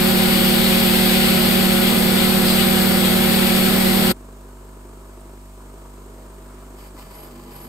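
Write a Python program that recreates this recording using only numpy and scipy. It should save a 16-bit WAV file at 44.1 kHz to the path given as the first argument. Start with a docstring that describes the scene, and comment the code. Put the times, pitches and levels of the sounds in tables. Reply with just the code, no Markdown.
"""Sandblasting cabinet, then bench grinder

A turbulent jet of air and grit hisses on a casting while the steel box roars and resonates and machine tones drone.
At 4.12 s the scene changes abruptly to an idling grinder: harmonic hum, whirring wire wheel, fluttering bearing.
From 6.8 s the casting is held to the wheel: friction scratches, rings it and whistles thinly, and the hum sags.
Noises are shaped random spectra, tones are shaken sinusoids, and both reach two microphone ports."""
import sys
import numpy as np
from scipy import signal
from scipy.fft import rfft, irfft, next_fast_len
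from scipy.io import wavfile
from scipy.ndimage import uniform_filter1d

SR = 44100
rng = np.random.default_rng(int(sys.argv[2]) if len(sys.argv) > 2 else 0)


def unload_audio(sound):
    """Save the sound as a 16-bit wav file, at the path given as the first command line argument."""
    columns = np.transpose(np.atleast_2d(sound))
    # keep every value between -1 and 1, then stretch to whole-number steps
    steps = np.round(np.clip(columns, -1, 1) * 32767)
    wavfile.write(sys.argv[1], SR, steps.astype(np.int16))


N = 338688
T = np.arange(N) / SR  # seconds
CHANGE_S = 4.117

# In all tables: levels [dB] and densities [dB per Hz] hold before the trims and modulations in the functions;
# balance_db is left over right; lead_rad is how far left leads, which resonances reduce below 250 Hz.

# Air and grit leaving the nozzle: freq_hz [Hz], density_db [dB per Hz], balance_db [dB]
JET_SPECTRUM = [(1040, -73.5, -12), (1660, -63, 2.5), (2190, -59.3, 5), (2600, -60.3, 9), (3370, -58.8, 10),
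                (3850, -59.5, 7.5), (4770, -59.5, 2), (5250, -65, -2), (6100, -71.5, -2.5),
                (7100, -70.5, 0), (8400, -61.5, 0), (9200, -63.5, 0), (10200, -61, 0), (11600, -58, 0),
                (12400, -61, 0), (14340, -63.5, 0), (15500, -75, 0)]
# Steady splash on the casting, drifting as it is turned; only its changes count: start_s [s], level_db [dB]
SPLASH_LEVEL = [(0.0, -27), (0.38, -24.5), (1.32, -24), (2.01, -27.5), (2.61, -26.5), (2.95, -27),
                (3.65, -26), (3.92, -27)]
# Peaks and notches put into the hiss by reflections in the box: centre_hz [Hz], width_hz [Hz], gain_db [dB]
REFLECTION_COLOUR = [(1780, 120, -2), (2560, 70, 1.5), (2820, 70, -2), (2915, 55, 4), (3070, 80, -3.5),
                     (3250, 70, 1.5), (3900, 70, -1.5), (4070, 90, 2), (4280, 70, -2), (4405, 80, 4.5),
                     (4830, 80, 2), (4960, 90, -2.5), (5140, 70, 1.5), (6630, 130, 2.5), (6950, 110, -2.5),
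                     (8100, 110, 1.5), (8250, 110, -1.5), (8700, 130, 1.5), (12830, 130, 2)]
# Flares as the jet catches an edge: peak_s [s], length_s [s], centre_hz [Hz], splash_db [dB], spray_db [dB]
EDGE_FLARES = [(1.16, .04, 3300, 1.3, 1), (1.24, 0.05, 3240, 1.5, 1), (1.875, 0.054, 3320, 4, .5),
               (2.215, .075, 3500, 5, 2.5), (2.497, .068, 4600, 6, 2), (2.61, 0.05, 3350, 5.2, 3),
               (2.787, 0.036, 3300, 1.5, 1), (3.06, 0.035, 3400, 4.5, 2.5), (3.335, .03, 3400, 2, .5)]
# The splash fills a broad band; the fine spray outside it follows by a smaller share.
SPLASH_HZ, SPLASH_WIDTH_HZ, SPLASH_SHARE, SPRAY_SHARE = 3300, 2700, 1.05, .3
# Each flare lifts a band around its centre and a band of bright spray.
FLARE_WIDTH_HZ, SPRAY_HZ, SPRAY_WIDTH_HZ = 1500, 7800, 1900

# Turbulent air in the box: freq_hz [Hz], density_db [dB per Hz], balance_db [dB]
ROAR_SPECTRUM = [(15, -49.5, -1), (60, -55, 1), (135, -62, 1), (218, -62.5, 0), (317, -63, -10),
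                 (474, -54.3, 2), (610, -59.8, -2), (1030, -61.5, 0), (1590, -61.3, 1), (2260, -61, 3),
                 (4060, -117, 11)]
# Notches cut into the roar by standing waves: centre_hz [Hz], width_hz [Hz], gain_db [dB]
STANDING_WAVE_NOTCHES = [(217, 16, -7), (438, 14, -8), (587, 20, -6), (647, 9, -9), (665, 14, -4),
                         (702, 16, -4)]
# Resonances of box and panels: centre_hz [Hz], width_hz [Hz], density_db [dB per Hz], balance_db [dB],
# lead_rad [rad]
CABINET_MODES = [(38, 5.8, -49.5, -1, 0), (101, 15, -51.5, 1.5, 0.5), (112.5, 1.8, -48.5, 0, 0.8),
                 (170, 12, -49, 6, 0.2), (185, 10, -45.5, -3, -.2), (200, 9, -46, -3, -0.2),
                 (248, 11, -49, -8, 0.2), (274, 23, -54, 3, -0.5), (338.5, 18.4, -53.5, 10, 0),
                 (360, 14, -40.8, -8, 0.6), (395, 17, -51, -6, 0), (548, 14, -45.5, 6, -1.6),
                 (742, 15, -50.5, 9, 1.4), (757, 12, -51, -2, -1.4), (792, 26, -52, 0, 1.5),
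                 (1452, 22, -56, 0, .2), (1689, 16, -60, 0, .1), (2030, 37, -61, 1, -1.2)]
# Tones of dust fan and air supply: pitch_hz [Hz], level_db [dB rms], balance_db [dB], lead_rad [rad],
# unsteadiness [ratio]
DRONE_TONES = [(37.9, -42, 0, 0, .4), (113.8, -44, 3, .2, .4), (146.7, -48, 2, -.8, .3),
               (157, -35.5, 10, .1, .2), (167.1, -39.5, 4, .2, .2), (179.7, -38.5, -1, .2, .3),
               (189.7, -21.6, -5, -.2, .11), (205.1, -42, -5, -.2, .3), (227.9, -23.6, -4, 0, .02),
               (250.7, -40.5, -5, -.6, .3), (260.9, -44, -5, -.5, .3), (364.7, -38.5, -8, .7, .4),
               (526.9, -44, -2, .7, .4), (549.8, -34.5, 5, -1.8, .55), (626.3, -43, -6, .3, .55),
               (686.5, -40.5, 0, 2.3, .4), (759.3, -40.5, -2, -1.4, .5), (860.7, -46, -4, -2.3, .5),
               (893, -50.5, -6, 1.1, .5), (968.3, -50, 8, 1.5, .5), (1061.9, -50.5, 5, 1.3, .5),
               (1215.5, -47, -2, .3, .6), (1310.8, -41.5, -2, -.2, .5), (1444.1, -47, -2, .4, .5),
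               (1595.5, -48, 5, -.9, .5)]
# Edges of the low bands whose level is held steady: edge_hz [Hz]
LEVELLED_BAND_EDGES = [0, 70, 140, 290, 450, 660, 900]

# Mean pitch of the grinder's hum, sagging under load: start_s [s], pitch_hz [Hz]
HUM_PITCH = [(4.1, 49.6), (6.8, 49.6), (7.05, 49.3), (7.22, 48.7), (7.48, 48.7), (7.58, 48.2), (7.68, 48.3)]
FULL_LOAD_SAG_HZ = .9  # the hum has its loaded colour once it has sagged this far
# Partials of the idling hum: multiple [ratio], level_db [dB]
IDLE_PARTIALS = [(1, 1), (2, -13), (3, -13), (4, -13), (5, -11), (6, -33), (7, -15), (8, -20.5), (9, -31),
                 (10, -33), (11, -25), (12, -25), (13, -17.5), (14, -28), (15, -36), (16, -28), (17, -30),
                 (18, -23), (19, -20.5), (20, -16.5), (21, -26), (22, -29), (23, -25), (24, -26), (26, -29),
                 (33, -34), (34, -31), (44, -36)]
# Partials of the hum under load: multiple [ratio], level_db [dB]
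LOADED_PARTIALS = [(1, -2), (2, -17), (3, -9), (4, -9), (5, -3), (6, -20), (7, -8.5), (8, -17), (9, -9),
                   (10, -22), (11, -20), (12, -21), (13, -17), (15, -22), (16, -21), (17, -14), (18, -24),
                   (19, -25), (20, -13), (21, -21), (24, -23), (26, -28), (44, -38)]
PHASE_JUMP_S, PHASE_JUMP_CYCLES = 7.058, 0.296  # the hum's phase jumps back once by a share of a cycle
# Judders after one hard press and at the end of the next: start_s [s], length_s [s],
# gain_db [dB on the loaded hum's low overtones]
WHEEL_JUDDERS = [(7.29, 0.2, 11), (7.61, .06, 9)]
SMOOTH_RUN_DB, JUDDER_RAMP_S = -10, .05  # offset of those overtones, added with or without judder; ramp
# Rough growl while juddering: centre_hz [Hz], width_hz [Hz], density_db [dB per Hz], balance_db [dB],
# lead_rad [rad]
GROWL_MODES = [(245, 30, -71, 0, 0), (370, 120, -79, 0, 0)]

# Air stirred by the wheel: freq_hz [Hz], density_db [dB per Hz], balance_db [dB]
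WINDAGE_SPECTRUM = [(20, -97, 0), (60, -91, 0), (110, -85.5, 0), (190, -84.5, 0), (270, -78.5, 0),
                    (364, -75, 1), (543, -80, 2), (810, -86, 2), (1000, -82, 3), (1290, -83.5, 2),
                    (1970, -93.5, 2), (2950, -94.5, .5), (3500, -97, .5), (5970, -98.6, -2),
                    (8500, -91.6, 0), (12000, -95.5, 0), (15600, -106, 0)]
WINDAGE_RISE_DB_PER_S = .5
DIP_S, DIP_LENGTH_S, DIP_DB = 5.34, 0.23, -4.5  # the low whirr dips once
REPEAT_SHARE = .2  # share of the whirr's power that repeats on every turn of the wheel
# Housing tones rung by the bearing knock: pitch_hz [Hz], level_db [dB]
HOUSING_TONES = [(285, -53), (366, -43.5), (455, -56.5), (600, -57), (1030, -59), (1230, -59)]
# Where in the turn the knock peaks (share of a turn), its swell, and the relative scatter of its pitches
KNOCK_PLACE, KNOCK_SWELL_S, KNOCK_SCATTER = .38, .0055, .06
KNOCK_ALTERNATE_DB, KNOCK_CHANCE_DB = 1.0, 1.0  # knocks alternate by plus and minus this; chance spread

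# Presses of casting on wheel: start_s [s], length_s [s], brush_db [dB], whistle_db [dB]
CASTING_PRESSES = [(6.762, .11, .7, -7), (6.948, .07, 3.3, -6), (7.09, .175, .3, 1), (7.48, .17, .5, 3.5)]
# The wires bite and let go quickly; their whistle takes longer to build up.
BITE_S, RELEASE_S, WHISTLE_BUILD_S = 0.034, 0.035, 0.084
REST_S, REST_BRUSH_DB, REST_WHISTLE_DB = 6.96, -1.3, -14.5  # light resting contact from here on
# Scratch of the wires: freq_hz [Hz], density_db [dB per Hz], balance_db [dB]
BRUSH_SPECTRUM = [(200, -82, 1), (450, -83, -2), (1300, -90, 3), (2100, -88.5, 3), (3800, -91, 0),
                  (4700, -91.5, -2), (6200, -98, -2), (8500, -92, 0), (11000, -93, 0), (13400, -94, 0),
                  (15500, -100, 0)]
# Notches between the casting's resonances: centre_hz [Hz], width_hz [Hz], gain_db [dB]
SCRATCH_NOTCHES = [(1380, 90, -4), (1600, 90, -4), (1910, 130, -4), (3290, 150, -7), (3720, 260, -4),
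                   (4280, 150, -4), (5600, 140, -5)]
# Ring of the casting: centre_hz [Hz], width_hz [Hz], density_db [dB per Hz], balance_db [dB], lead_rad [rad]
CASTING_MODES = [(820, 36, -75.5, 2, -0.56), (995, 39, -75, 2, -0.21), (1190, 40, -78.5, 2, 0),
                 (1470, 50, -86, 2, 0), (1725, 35, -83, 0, -.8), (2040, 40, -86, 2, 0),
                 (2240, 30, -89, 2, 0), (2390, 28, -86, 2, 0.36), (3075, 90, -85.5, 0, 1.2),
                 (4550, 110, -87, -3, .8), (4760, 170, -92, -3, 0), (5040, 110, -91, -3, 0),
                 (5320, 110, -96, -4, -1.3)]
# Whistle of the wire tips: centre_hz [Hz], width_hz [Hz], density_db [dB per Hz], balance_db [dB],
# lead_rad [rad]
WHISTLE_MODES = [(11470, 80, -68.5, 0, 2.2), (11750, 130, -77, 0, 2.0), (11500, 500, -86, 0, 2.4)]

# Soft knocks as the gloves shift on the casting: start_s [s], level_db [dB]
GLOVE_TOUCHES = [(5.605, -3), (5.851, 3), (5.965, -4), (6.325, -2), (6.965, -1), (7.115, -4)]
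TOUCH_RISE_S, TOUCH_DECAY_S = .002, .013
# Glove-damped ring of the casting: centre_hz [Hz], width_hz [Hz], density_db [dB per Hz], balance_db [dB],
# lead_rad [rad]
GRIPPED_MODES = [(1040, 170, -69, 2, -.2), (1230, 200, -75, 2, 0)]
TICK_S, TICK_HZ, TICK_DB, TICK_DECAY_S = 5.208, 8600, -40, .0012
# Soft rubs of the gloves: start_s [s], length_s [s], centre_hz [Hz], width_hz [Hz], level_db [dB rms]
GLOVE_RUBS = [(6.13, .13, 570, 140, -54), (6.42, .25, 1220, 300, -57.5)]
RUB_RAMP_S = .04

# The two microphone ports: freq_hz [Hz], likeness [0-1], lead_rad [rad]
PORT_LIKENESS = [(30, .99, 0), (300, .9, 0), (700, .5, 0), (1500, .55, -1), (2400, .3, -1.5),
                 (3200, .3, -3.5), (4500, .25, -5.8), (6000, .15, -6.3), (7200, .95, -6.3),
                 (8000, .9, -6.4), (8600, .72, -7.3), (9400, .65, -8.4), (9900, .98, -9.35),
                 (10400, 1, -9.42), (10900, .99, -9.5), (11400, .85, -10.2), (12300, .7, -11.2),
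                 (13300, .98, -12.55), (15500, .9, -12.57)]
BAND_LIMIT_HZ = 15730


def jet(spurt_db=0.3, grit_db=0.25, patch_db=.7, hiss_db=-.2, ripple_db=.5):
    """Turbulent mixing noise: the hiss changes colour as the casting turns; uneven grit feed roughens it."""
    hz, s, z = signal.stft(rush(JET_SPECTRUM), SR, nperseg=1024, noverlap=768)
    hz = hz[:, None]
    splash = np.interp(s, *np.transpose(SPLASH_LEVEL))
    splash = splash - np.mean(splash[s < CHANGE_S])
    near = bell(hz, SPLASH_HZ, SPLASH_WIDTH_HZ)
    db = hiss_db + splash * (near * SPLASH_SHARE + (1 - near) * SPRAY_SHARE)
    db = db + sum(gain_db * bell(hz, centre, width) for centre, width, gain_db in REFLECTION_COLOUR)
    db = db + ripple_db * rng.standard_normal(hz.shape)  # fine ripple from the many later reflections
    for at, length, centre, splash_db, spray_db in EDGE_FLARES:
        splash_lift = splash_db * bell(hz, centre, FLARE_WIDTH_HZ)
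        spray_lift = spray_db * bell(hz, SPRAY_HZ, SPRAY_WIDTH_HZ)
        db = db + bell(s, at, length) * (splash_lift + spray_lift)
    # patches of chance level, smoothed over frequency and then time
    patches = uniform_filter1d(rng.standard_normal(db.shape), size=8, axis=0)
    patches = evened(uniform_filter1d(patches, size=16, axis=1))
    hiss = signal.istft(z * amp(db + patch_db * patches), SR, nperseg=1024, noverlap=768)[1][:, :N]
    return hiss * amp(spurt_db * wander(rate_hz=16) + grit_db * wander(rate_hz=340))


def cabinet(roar_db=0., panels_db=0.):
    """Forced resonance: the box roars and rings with the air blown into it."""
    roar = rush(ROAR_SPECTRUM, STANDING_WAVE_NOTCHES)
    return amp(roar_db) * roar + amp(panels_db) * ringing(CABINET_MODES)


def drone(flutter_hz=3.5):
    """Beating of steady tones: the two strongest throb at 38 Hz, and turbulence shakes them all."""
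    out, on = np.zeros((2, N)), slice(int((CHANGE_S + .1) * SR))
    for hz, db, balance_db, lead, unsteady in DRONE_TONES:
        out[:, on] += partial(hz * T[on], unsteady, flutter_hz, amp(db) * ports(balance_db, lead))
    return out


def grinder():
    """Superposition: hum, windage and bearing of the turning wheel, plus friction and handling of the casting."""
    hz, = curve(HUM_PITCH)
    turns = np.cumsum(hz * (1 + 0.000988 * wander(rate_hz=1.9))) / SR  # cycles of hum, two per wheel turn
    load = np.clip((hz.max() - hz) / FULL_LOAD_SAG_HZ, 0, 1)
    brushing, whistling = contact()
    friction = brushing * scratch(turns) + whistling * ringing(WHISTLE_MODES)
    return hum(turns, load) + windage(turns, load) + friction + growl() + handling() + rubbing()


def hum(turns, load, hum_db=-42.5, loaded_db=0., unsteady=0.24, rubbing=0.2, flutter_hz=4.3):
    """Harmonic vibration: load trades fundamental for overtones and makes them flutter."""
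    out, on = np.zeros((2, N)), slice(int(CHANGE_S * SR), N)
    phase_jump = PHASE_JUMP_CYCLES * np.clip((T - PHASE_JUMP_S) / 0.019 + .5, 0, 1)
    turns = (turns - phase_jump)[on]
    judder = SMOOTH_RUN_DB
    for start, length, db in WHEEL_JUDDERS:
        judder = judder + db * gate(start, length, JUDDER_RAMP_S, JUDDER_RAMP_S)
    load, judder = load[on], judder[on]
    for k, idle_db in IDLE_PARTIALS:
        pressed_db = np.interp(k, *np.transpose(LOADED_PARTIALS)) + loaded_db
        pressed_db = pressed_db + judder * bell(k, 6.6, 4.0)
        depth = (unsteady + rubbing * load) * (1 - 1 / k) ** 2  # the fundamental stays steady
        pair = ports(0., 0.045 * k * rng.standard_normal())
        level = amp(idle_db + load * (pressed_db - idle_db))
        out[:, on] += level * partial(round(k) * turns, depth, flutter_hz, pair)
    return amp(hum_db) * out


def windage(turns, load, air_db=-.3, load_db=-2.0, gust_db=.6):
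    """Rotational modulation of stirred air: its low whirr partly repeats, flutters with the bearing and dips."""
    wind = rush(WINDAGE_SPECTRUM)
    low = signal.sosfiltfilt(signal.butter(2, 1800, fs=SR, output="sos"), wind)
    whirr = recurring(low, turns, share=REPEAT_SHARE)
    whirr = whirr * swish(turns, depth=0.48) * amp(gust_db * wander(rate_hz=6))
    dip = amp(DIP_DB * gate(DIP_S, DIP_LENGTH_S, attack_s=.04, release_s=.02))
    whirr = (whirr + rattle(turns)) * dip
    level_db = air_db + WINDAGE_RISE_DB_PER_S * (T - CHANGE_S) + load_db * load
    return amp(level_db) * (whirr + (wind - low) * swish(turns, depth=0.17))


def scratch(turns, brush_db=-1.2, ring_db=-2.0, snag_db=1.0, tips_db=1.5):
    """Friction excitation: the wires scratch in broad noise and ring the casting's modes."""
    wires = amp(brush_db) * rush(BRUSH_SPECTRUM, SCRATCH_NOTCHES) * swish(turns, depth=0.18)
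    ring = amp(ring_db) * ringing(CASTING_MODES)
    # wires snag and their tips tick
    return (wires + ring) * amp(snag_db * wander(rate_hz=70) + tips_db * wander(rate_hz=300))


def contact():
    """Power addition: light resting contact and each press set the strength of brushing and whistle."""
    resting = np.clip((T - REST_S) / BITE_S, 0, 1)
    brushing = (amp(REST_BRUSH_DB) * resting) ** 2
    whistling = (amp(REST_WHISTLE_DB) * resting) ** 2
    for start, length, brush_db, whistle_db in CASTING_PRESSES:
        brushing = brushing + (amp(brush_db) * gate(start, length, BITE_S, RELEASE_S)) ** 2
        whistling = whistling + (amp(whistle_db) * gate(start, length, WHISTLE_BUILD_S, RELEASE_S)) ** 2
    return np.sqrt(brushing), np.sqrt(whistling)


def growl():
    """Gated resonance: the wheel chatters roughly against the casting during each judder."""
    juddering = sum(gate(start, length, JUDDER_RAMP_S, JUDDER_RAMP_S) for start, length, _ in WHEEL_JUDDERS)
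    return ringing(GROWL_MODES) * juddering


def swish(turns, depth):
    """Periodic modulation: uneven wire tufts pass once every two hum cycles, more weakly in between."""
    angle = np.pi * (turns - 2 * KNOCK_PLACE)
    tufts = np.exp(3 * (np.cos(angle) - 1)) + 0.84 * np.exp(6 * (np.cos(2 * angle) - 1))
    return evened(1 + depth * tufts)


def recurring(noise, turns, share):
    """Cyclic repetition: the same wires pass on every turn, so part of their noise repeats."""
    period, angle = 2 * SR / HUM_PITCH[0][1], turns / 2 % 1
    first, second = (np.array([np.interp((angle + k) * period, np.arange(N), side) for side in noise])
                     for k in (0, 1))
    share = np.clip(share, 0, 1)
    # fading between two stretches makes a seamless loop
    looped = np.sin(np.pi / 2 * angle) * first + np.cos(np.pi / 2 * angle) * second
    return np.sqrt(share) * looped + np.sqrt(1 - share) * noise


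def rattle(turns, rattle_db=-1., balance_db=0.):
    """Impact excitation: play in the bearing rings the housing once a turn, alternately strong and weak."""
    out, age = np.zeros(N), T[:SR // 16]
    shape = age / KNOCK_SWELL_S * np.exp(1 - age / KNOCK_SWELL_S)
    hz, db = np.transpose(HOUSING_TONES)[:, :, None]
    peaks = np.flatnonzero(np.diff(np.floor(turns / 2 - KNOCK_PLACE)))
    for turn, peak in enumerate(peaks):
        scatter, phase = rng.standard_normal(hz.shape), rng.random(hz.shape)
        tones = np.sin(2 * np.pi * (hz * (1 + KNOCK_SCATTER * scatter) * age + phase))
        ring = (amp(db) * tones).sum(0)
        strength_db = KNOCK_ALTERNATE_DB * (-1) ** turn + KNOCK_CHANCE_DB * rng.standard_normal()
        knock = amp(strength_db) * shape * ring
        part = out[peak - int(KNOCK_SWELL_S * SR):][:len(age)]
        part += knock[:len(part)]
    return amp(rattle_db) * ports(balance_db, 0).real[:, None] * out


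def handling():
    """Damped resonance: soft knocks of the gripped casting, and one tiny sharp tick."""
    age, knocks, tick = T[:SR // 4], np.zeros(N), np.zeros(N)
    knock = np.minimum(age / TOUCH_RISE_S, 1) * np.exp(-age / TOUCH_DECAY_S)
    for at, db in GLOVE_TOUCHES:
        knocks[int(at * SR):][:len(age)] += amp(db) * knock
    decay = amp(TICK_DB) * np.exp(-age / TICK_DECAY_S)
    tick[int(TICK_S * SR):][:len(age)] = decay * np.sin(2 * np.pi * TICK_HZ * age)
    return knocks * ringing(GRIPPED_MODES) + tick


def rubbing():
    """Sliding friction: each slide of a glove is a brief, dull band of noise."""
    out = np.zeros(N)
    for start, length, hz, width, db in GLOVE_RUBS:
        on = slice(int(start * SR), int((start + length + RUB_RAMP_S) * SR))
        friction = signal.lfilter(*signal.iirpeak(hz, hz / width, fs=SR), rng.standard_normal(SR))
        ramp = gate(start, length, RUB_RAMP_S, RUB_RAMP_S)[on]
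        out[on] += amp(db) * evened(friction)[:len(out[on])] * ramp
    return out


def rush(rows, notches=()):
    """Partial coherence: broad noise that the two ports share more or less by frequency."""
    hz = np.fft.rfftfreq(N, 1 / SR)
    db, balance_db = spectrum(rows, hz)
    db = db + sum(gain_db * bell(hz, centre, width) for centre, width, gain_db in notches)
    same, lead = spectrum(PORT_LIKENESS, hz)
    same, left = np.clip(same, 0, 1), white()
    right = same * left + np.sqrt(1 - same ** 2) * white()
    return irfft(np.array([left, right]) * amp(db) * ports(balance_db, lead), N)


def ringing(modes):
    """Noise-driven resonance: each mode has its own noise; long waves reach both ports in step."""
    hz = np.fft.rfftfreq(N, 1 / SR)
    noise, out = white(), np.zeros((2, len(hz)), complex)
    shifts = rng.integers(0, len(hz), len(modes))  # each mode reads the noise from another place
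    for (centre, width, db, balance_db, lead), shift in zip(modes, shifts):
        near = np.arange(*np.searchsorted(hz, [centre - 20 * width, centre + 20 * width]))
        peak = amp(db) / (1 + (1.3 * (hz[near] - centre) / width) ** 2)
        pair = ports(balance_db, lead * min(1, centre / 250) ** 2)
        out[:, near] += pair[:, None] * peak * noise[near - shift]
    return irfft(out, N)


def partial(cycles, depth, flutter_hz, pair):
    """Quadrature modulation: a tone of rms 1 before the port gains, shaken in level and phase."""
    angle = (2 * np.pi * ((cycles + rng.random()) % 1)).astype(np.float32)
    cos, sin = np.cos(angle), np.sin(angle)
    along = 1 + depth * wander(flutter_hz, size=len(angle))
    across = depth * wander(flutter_hz, size=len(angle))
    tone = np.array([along * cos - across * sin, along * sin + across * cos]) / np.sqrt(.5 + depth ** 2)
    return pair.real[:, None] * tone[0] - pair.imag[:, None] * tone[1]


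def levelled(x, strength=0.79, response_s=0.05):
    """Multiband gain control: each low band is turned down as it swells and up as it sinks."""
    hz, z = np.fft.rfftfreq(N, 1 / SR), rfft(x)
    out, span = x.copy(), int(response_s * SR)
    for low, high in zip(LEVELLED_BAND_EDGES, LEVELLED_BAND_EDGES[1:]):
        band = irfft(z * (np.tanh((hz - low) / 10) - np.tanh((hz - high) / 10)) / 2, N)
        power = uniform_filter1d(uniform_filter1d((band ** 2).mean(0), span), span // 2)
        power = abs(power) + 1e-12
        gain = (power / power[T < CHANGE_S].mean()) ** (-np.clip(strength, 0, 1) / 2)
        out += band * (gain - 1)
    return out


def white():
    """Flat power density: spectrum of noise with 0 dB per Hz."""
    return rfft(rng.standard_normal(N)) * np.sqrt(SR / 2)


def wander(rate_hz, size=N):
    """Low-passed chance: smooth, rms about 1, about as fast as rate_hz."""
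    step = 64  # samples between interpolated points
    count = next_fast_len(size // step + 2)
    f = np.fft.rfftfreq(count, step / SR)
    slow = evened(irfft(rfft(rng.standard_normal(count)) / (1 + (f / rate_hz) ** 4), count))
    return (slow[:-1, None] + np.diff(slow)[:, None] * np.arange(step) / step).ravel()[:size]


def ports(balance_db, lead):
    """Level and phase difference: complex gains of the left and right port."""
    return np.array([amp(balance_db / 2) * np.exp(1j * lead), amp(-balance_db / 2) + 0j])


def gate(start, length, attack_s, release_s):
    """Linear envelope: attack, hold and release; the release begins after length."""
    return np.clip((T - start) / attack_s, 0, 1) * np.clip(1 - (T - start - length) / release_s, 0, 1)


def bell(x, centre, width):
    """Gaussian weighting: a smooth hump of height 1."""
    return np.exp(-np.minimum(2 * ((x - centre) / width) ** 2, 20))


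def spectrum(rows, hz):
    """Logarithmic frequency scale: columns of a table interpolated along it."""
    f, *columns = np.transpose(rows)
    return [np.interp(np.log(hz + 1), np.log(f + 1), c) for c in columns]


def curve(rows):
    """Linear interpolation in time: columns of a table at every sample."""
    s, *columns = np.transpose(rows)
    return [np.interp(T, s, c) for c in columns]


def amp(db):
    """Decibel definition: level to amplitude ratio."""
    return np.exp(np.asarray(db) * (np.log(10) / 20))


def evened(x):
    """Power normalization: scale to rms 1."""
    return x / np.sqrt(np.mean(abs(x) ** 2) + 1e-20)


def scene(fade_s=0.0045, grinder_balance_db=-0.55):
    """Exponential crossfade: the blasting dies within milliseconds as the grinder takes over."""
    blasting = np.exp(-np.maximum(T - CHANGE_S, 0) / fade_s)
    blast = levelled(jet() + cabinet() + drone())
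    grinding = ports(grinder_balance_db, 0).real[:, None] * grinder()
    return blasting * blast + (1 - blasting) * grinding


def record(dry):
    """Band limitation: the recorder cuts the deepest bass and the highest treble."""
    dry = signal.sosfilt(signal.butter(2, 18, "high", fs=SR, output="sos"), dry)
    lowpass = signal.firwin(1023, BAND_LIMIT_HZ, window=("kaiser", 9), fs=SR)
    return signal.oaconvolve(dry, lowpass[None], "same")


dry = scene()
out = record(dry)
unload_audio(out)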